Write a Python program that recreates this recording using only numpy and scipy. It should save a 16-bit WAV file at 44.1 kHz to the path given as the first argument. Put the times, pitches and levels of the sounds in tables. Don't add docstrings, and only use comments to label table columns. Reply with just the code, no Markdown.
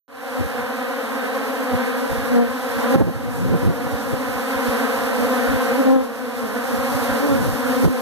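import sys
import numpy as np
from scipy import signal
from scipy.fft import rfft, irfft, next_fast_len
from scipy.io import wavfile
from scipy.ndimage import uniform_filter1d, map_coordinates

SR = 44100
rng = np.random.default_rng(int(sys.argv[2]) if len(sys.argv) > 2 else 0)


def master_out(mix):
    frames = np.transpose(np.atleast_2d(mix))
    ceiling = np.clip(frames, -1, 1)
    pcm = np.round(ceiling * 32767).astype(np.int16)
    wavfile.write(sys.argv[1], SR, pcm)


N = 353241
TIME = np.arange(N) / SR
SLOW_TIME = np.linspace(0, TIME[-1], 2000)

# time in seconds, buzz in dB, hiss in dB.
SWARM_LEVELS = [(0.3, -25, -39), (1.2, -22.5, -37), (1.8, -22, -35.5), (2.3, -22, -35.5), (2.9, -20, -32),
                (3.3, -20, -32), (3.7, -20, -32), (3.95, -19.5, -30.5), (4.3, -20.5, -33),
                (4.6, -20, -31.8), (5.6, -20, -32.5), (5.85, -21.5, -33.5), (6.3, -22.5, -33.5),
                (7.05, -19.5, -30.5), (7.5, -23, -33), (8.0, -20, -30)]
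# time in seconds, boost in dB.
HUM_BOOST = [(0.3, -10), (1.0, -8.5), (1.7, -6.5), (2.8, -3.5), (3.3, 0.5), (3.9, 2), (4.6, -5), (5.05, -5),
             (5.45, -2), (6.2, 1.5), (6.9, -2.5), (7.4, 1.5), (8.0, 0)]
# time in seconds, level in dB.
DRAUGHT_LEVELS = [(0.3, -49), (1.1, -58), (1.9, -55), (2.35, -41), (2.62, -47), (3.1, -31), (3.6, -25),
                  (3.8, -30), (4.1, -35), (4.5, -51), (5.2, -43), (5.8, -49), (6.3, -48), (6.6, -39),
                  (7.2, -45), (7.55, -42), (8.0, -43)]

# time in seconds, half length in seconds, dB above the hiss, centre in Hz.
BRUSH_EVENTS = [(0.373, 0.026, -7, 8000), (3.372, 0.055, -3, 9000), (3.46, 0.05, -9.5, 4000),
                (3.996, 0.029, -9, 3800), (4.12, 0.087, -13, 7000)]
# time in seconds, half length in seconds, eddy (air swirl) pitch
# in Hz, level in dB, left minus right in dB.
PUFF_EVENTS = [(0.412, 0.011, 129, -20.5, 22), (0.454, 0.012, 100, -24.5, -18),
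               (1.746, 0.014, 105, -20.5, -23), (2.124, 0.01, 85, -23, 22), (2.183, 0.013, 85, -25, -21),
               (2.227, 0.011, 85, -30, -19), (2.514, 0.011, 85, -34, -16), (2.778, .01, 90, -29, -16),
               (2.975, 0.014, 181, -13, -26), (3.008, 0.0095, 205, -7, -28), (3.02, 0.0066, 332, -6.5, -32),
               (3.029, 0.02, 100, -11, -25), (3.081, 0.022, 184, -10.5, -21), (3.165, 0.015, 130, -16, -20),
               (3.286, 0.018, 107.7, -19.5, -20), (3.35, .011, 99, -22, -18), (3.45, 0.052, 174, -14, 30),
               (3.509, 0.013, 105, -13, -17), (3.545, 0.019, 183, -8.5, -19), (3.635, .008, 200, -13, 20),
               (3.68, 0.023, 129, -7.5, -23), (3.863, 0.011, 99, -22, 20.5), (3.944, 0.014, 111, -17, -15),
               (4.135, 0.0085, 164, -15.5, 23), (4.292, 0.01, 85, -31, 15), (4.37, 0.014, 85.2, -31, 14),
               (4.571, 0.013, 85, -32, 16), (4.693, 0.0074, 99, -24.5, 17), (5.042, 0.023, 70, -39, 16),
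               (5.22, 0.036, 80, -35, -16), (5.501, 0.013, 102, -24, 22), (5.553, 0.016, 101, -25, 22),
               (6.023, .015, 80, -31, -18), (6.441, 0.0094, 85, -34, 16), (6.788, 0.0088, 85, -31, 18),
               (6.954, 0.0096, 100, -24, -18), (7.023, 0.0079, 103, -28, -18), (7.116, 0.017, 90, -28, 20),
               (7.333, 0.025, 110, -24, -18), (7.423, 0.031, 136, -23, 19), (7.483, 0.019, 115, -20, -20),
               (7.536, .015, 128, -27, 23), (7.632, 0.02, 100, -42, -20), (7.847, 0.006, 260, -13, -23),
               (7.869, 0.016, 157, -9, -17)]
# time, approach and departure in seconds, wingbeat in Hz, glide in Hz per
# second, level in dB, left minus right in dB, brightness in dB per octave.
CLOSE_PASSES = [(0.385, 0.023, 0.02, 254.3, -19, -23.5, 13, 0),
                (1.356, 0.013, 0.015, 261.5, -27, -24.5, 6, 4.5),
                (1.61, 0.036, 0.025, 249.2, 10, -27, 5, -1), (1.715, 0.039, 0.03, 252, -20.5, -21, 4, -1),
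                (1.83, 0.073, .1, 246.2, 19, -28, 15, -2), (2.04, 0.049, 0.035, 263, 39, -27, 30, 0),
                (2.402, 0.066, 0.049, 239.4, -115, -12.5, 44, -0.5),
                (2.789, 0.024, 0.018, 238, 40, -26.5, -7, 1), (2.908, 0.016, 0.011, 247, 0, -18, 6, -0.5),
                (2.95, 0.021, 0.081, 268, 20, -16.5, -13, 0.5),
                (5.23, 0.06, 0.041, 241, 60.5, -20.5, -12, -3), (5.329, 0.041, 0.018, 254, -30, -18, 4, -9),
                (5.47, .03, .02, 250, 11, -22, 8, -14), (5.535, .02, 0.031, 268, 10.5, -21, 12, -4),
                (5.61, 0.074, 0.021, 260.8, -2.5, -32, 6, 9), (5.8, 0.022, .04, 267, 19.5, -14.5, 12, -5),
                (5.968, 0.085, 0.051, 262.2, -14.5, -8.5, 34, 0.5),
                (6.745, 0.03, 0.023, 236, 38, -23.5, -32, -3),
                (7.02, 0.049, 0.038, 270.4, -41.5, -29, -26, 1),
                (7.255, 0.035, 0.028, 286, 41, -20, -23, -3.5),
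                (7.33, 0.058, 0.046, 275, -60, -19.5, -43, -1), (7.72, 0.042, 0.028, 252, -1, -25.5, -9, 1),
                (7.82, 0.031, 0.03, 254, -39.5, -21, -30, -5), (7.91, 0.02, 0.032, 258, -30, -16, -30, -14)]

# frequency in Hz, relative level in dB.
HISS_TONE = [(70, -21), (140, 3), (220, 11), (370, 8.5), (600, 8), (900, 10), (2000, 0.5), (2900, -1.5),
             (3700, -1), (5000, 1), (7500, -3.5), (9000, -1), (10000, -2.5), (11500, 2), (14000, -1.5)]
RUMBLE_TONE = [(15, -32), (35, -14), (65, -2.5), (100, -5.5), (170, -2.5), (330, -12), (700, -60),
               (2000, -90)]
FLUTTER_TONE = [(30, -28), (100, -27), (170, 2), (300, -2), (550, 0), (1000, -43.5), (2500, -68),
                (6000, -90)]
SWARM_TONE = [(140, -26), (195, 10.5), (255, 0.2), (400, 6), (500, -1.5), (570, -2), (750, -9), (1000, -11),
              (1500, -12.5), (2000, -18), (2500, -17), (3500, -26), (5000, -29)]
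SIDE_TONE = [(250, -0.5), (500, 1), (750, -4), (1050, -2), (1400, 6.5), (1800, 8), (2300, -1.5)]
CLOSE_BEE_TONE = [(250, 4), (500, 0.5), (780, -9), (1050, -15.5), (1600, -21.5), (2500, -34), (5000, -54)]
# multiple of the eddy pitch, relative level in dB.
PUFF_TONE = [(.2, -17.5), (.6, -1.5), (1, 2.5), (1.5, -10), (2.5, -12.5), (4, -27.5), (8, -44), (20, -90)]

# frequency in Hz, left minus right in dB.
PORT_TONE = [(300, 0), (1000, -3), (1800, -9), (3200, 0), (6000, -3), (9000, -5), (14000, -7)]
# frequency in Hz, share of the other port to subtract.
CROSSFEED_SHARE = [(100, 0.85), (1200, 0.88), (3700, 0.58), (6200, 0.23), (10000, 0.071)]


def amp(db):
    return 10 ** (np.asarray(db) / 20)


def unit(x):
    return x / np.sqrt(np.mean(x ** 2) + 1e-20)


def along(points, hz):
    row_hz, values = np.transpose(points)
    return np.interp(np.log(hz + 1), np.log(row_hz + 1), values)


def curve(rows, column=1):
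    columns = np.transpose(rows)
    return np.interp(TIME, columns[0], columns[column])


def drift(rate):
    return map_coordinates(rng.standard_normal(size=1024), [SLOW_TIME * rate], mode="wrap")


def wobble(rate):
    return np.interp(TIME, SLOW_TIME, drift(rate))


def filtered(x, response):
    size = next_fast_len(N + SR // 4)
    return irfft(rfft(x, size) * response(np.fft.rfftfreq(size, 1 / SR)), size)[..., :N]


def coloured(x, tone):
    return unit(filtered(x, lambda hz: amp(along(tone, hz))))


def pan(db):
    gains = amp(np.array([db / 2, -db / 2])).reshape(2, -1)
    return gains / np.sqrt(np.mean(gains ** 2, axis=0))


def rustle(tick_db=-13, ticks_per_s=220, flicker_db=0.8):
    air = coloured(rng.standard_normal((2, N)), HISS_TONE) * amp(flicker_db * wobble(25))
    contacts = (rng.random((2, N)) < ticks_per_s / SR) * rng.standard_normal((2, N))
    ticks = amp(tick_db) * coloured(contacts, HISS_TONE)
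    return amp(curve(SWARM_LEVELS, column=2)) * (air + ticks)


def brushes(width_octaves=0.77):
    out = np.zeros((2, N))
    for at, half, db, centre_hz in BRUSH_EVENTS:
        noise = rng.standard_normal((2, N))
        swish = filtered(noise, lambda hz: np.exp(-(np.log2((hz + 1) / centre_hz) / width_octaves) ** 2 / 2))
        swell = np.exp(-((TIME - at) / half) ** 2 / 2)
        out += amp(db) * unit(swish) * swell
    return amp(curve(SWARM_LEVELS, column=2)) * out


def draught(flutter_db=-1, breakup_db=-20, gust_db=4):
    db = curve(DRAUGHT_LEVELS) + gust_db * wobble(14)
    lumps = amp(1.9 * np.array([wobble(45), wobble(40)]))
    rumble = unit(lumps * coloured(rng.standard_normal((2, N)), RUMBLE_TONE))
    flutter = unit(lumps * coloured(rng.standard_normal((2, N)), FLUTTER_TONE))
    breakup = np.tanh(amp(db - breakup_db))
    return amp(db) * (rumble + amp(flutter_db) * breakup * flutter)


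def puffs(smooth_s=0.011, size=16384):
    out = np.zeros((2, N))
    hz = np.fft.rfftfreq(size, 1 / SR)
    for at, half, eddy_hz, db, side_db in PUFF_EVENTS:
        near = np.flatnonzero(abs(TIME - at) < size / SR / 2)[:size]
        swell = np.exp(-((TIME[near] - at) / half) ** 2 / 2)
        spectrum = rfft(rng.standard_normal(size)) * amp(along(PUFF_TONE, hz / eddy_hz))
        eddies = unit(irfft(spectrum))
        power = uniform_filter1d(abs(signal.hilbert(eddies)) ** 2, int(smooth_s * SR))
        even_stream = eddies / np.sqrt(power)
        blast = swell * even_stream[:len(near)]
        out[:, near] += amp(db) * pan(side_db) * blast * np.linalg.norm(swell) / np.linalg.norm(blast)
    return out


def knock(at_s=2.960, pitch_hz=228, db=3, side_db=-34):
    phase_squared = (np.pi * pitch_hz * (TIME - at_s)) ** 2
    return amp(db) * pan(side_db) * (1 - 2 * phase_squared) * np.exp(-phase_squared)


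def close_bees(turn_db_per_octave=1.8, jitter=0.01, shimmer_db=1.6, harmonic_count=14):
    out = np.zeros((2, N))
    steering = .008 * wobble(35)
    waver = steering + jitter * wobble(150)
    stroke_gain = amp(shimmer_db * wobble(110))
    harmonics = np.arange(1, harmonic_count + 1)[:, None]
    for at, approach, departure, wing_hz, glide, db, side_db, brightness in CLOSE_PASSES:
        near = abs(TIME - at) < .7
        t = TIME[near] - at
        beats = np.cumsum((wing_hz + glide * t) * (1 + waver[near])) / SR
        progress = t / np.where(t < 0, approach, departure)
        tilt = brightness + turn_db_per_octave * np.tanh(progress)
        gains = amp(along(CLOSE_BEE_TONE, wing_hz * harmonics) + np.log2(harmonics) * tilt)
        phases = 2 * np.pi * harmonics * beats + 0.53 * rng.standard_normal((harmonic_count, 1))
        tone = (gains * np.cos(phases)).sum(axis=0) / np.sqrt((gains ** 2).sum(axis=0) / 2)
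        swell = (1 + progress ** 2 / 2) ** -2
        out[:, near] += amp(db) * pan(side_db) * swell * stroke_gain[near] * tone
    return out


def wingbeat(harmonic_count=18, scatter_db=2, scatter_radians=1.097, size=2048):
    gains = amp(scatter_db * rng.standard_normal(harmonic_count))
    phases = scatter_radians * rng.standard_normal(harmonic_count)
    return unit(irfft(np.r_[0, gains * np.exp(1j * phases)], size))


def flying_bee(wing_hz, side_db):
    hz = wing_hz * np.exp(.05 * np.tanh(.9 * drift(6)) + .016 * drift(30))
    beats = np.interp(TIME, SLOW_TIME, np.cumsum(hz) * SLOW_TIME[1] + rng.random())
    nearness_db = 8.5 * np.tanh(0.69 * drift(7))
    facing_db = 1.8 * drift(30)
    cycle = wingbeat()
    lag_s = 4e-5 + 1.5e-4 * rng.standard_normal()
    port_beats = np.array([beats, beats - lag_s * wing_hz])
    buzz = cycle[(port_beats * len(cycle)).astype(int) % len(cycle)]
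    return buzz * pan(side_db) * np.interp(TIME, SLOW_TIME, amp(nearness_db + facing_db))


def swarm(wing_hz=255.1, spread=.046, slow_tail=.005, sides_db=7, count=56):
    haste = unit(np.arctanh(.93 * np.linspace(-1, 1, count)))
    rates = wing_hz * np.exp(spread * haste - slow_tail * np.minimum(haste, 0) ** 2)
    left, right = sum(flying_bee(hz, side_db=(-1) ** k * sides_db * abs(rng.standard_normal()))
                      for k, hz in enumerate(rates))
    middle = left + right
    side = filtered(left - right, lambda hz: amp(along(SIDE_TONE, hz)))
    buzz = coloured(np.array([middle + side, middle - side]), SWARM_TONE)
    hum = filtered(buzz, lambda hz: 1 / (1 + (hz / 540) ** 2) ** 2)
    return amp(curve(SWARM_LEVELS)) * (buzz + (amp(curve(HUM_BOOST)) - 1) * hum)


def scene():
    return swarm() + close_bees() + rustle() + brushes() + draught() + puffs() + knock()


def gain_control(x, ceiling_db=-10.5, average_s=0.0037, recover_db_per_s=8):
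    keep = np.exp(-1 / (average_s * SR))
    power = signal.lfilter([1 - keep], [1, -keep], x ** 2).max(axis=0)
    excess_db = np.maximum(10 * np.log10(power + 1e-20) - ceiling_db, 0)
    recovered_db = recover_db_per_s * TIME
    return x * amp(recovered_db - np.maximum.accumulate(excess_db + recovered_db))


def record(dry):
    low_cut_hz, top_hz = 33, 14280
    port_delay_s = .0004
    open_s, open_db, fade_in_s = 0.08, -22.5, 0.27
    ports = filtered(dry, lambda hz: pan(along(PORT_TONE, hz)) * (1 - np.exp(-(hz / low_cut_hz) ** 4)))
    other_port = filtered(
        ports[::-1], lambda hz: along(CROSSFEED_SHARE, hz) * np.exp(-2j * np.pi * hz * port_delay_s))
    rise = np.clip((TIME - open_s) / fade_in_s, 0, 1) ** 1.16
    fade_in = (TIME > open_s) * np.minimum(amp(open_db) + rise, 1)
    wide = gain_control((ports - other_port) * fade_in)
    rounded = wide / (1 + (wide / .9) ** 8) ** (1 / 8)
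    return filtered(rounded, lambda hz: hz < top_hz)


dry = scene()
out = record(dry)
master_out(out)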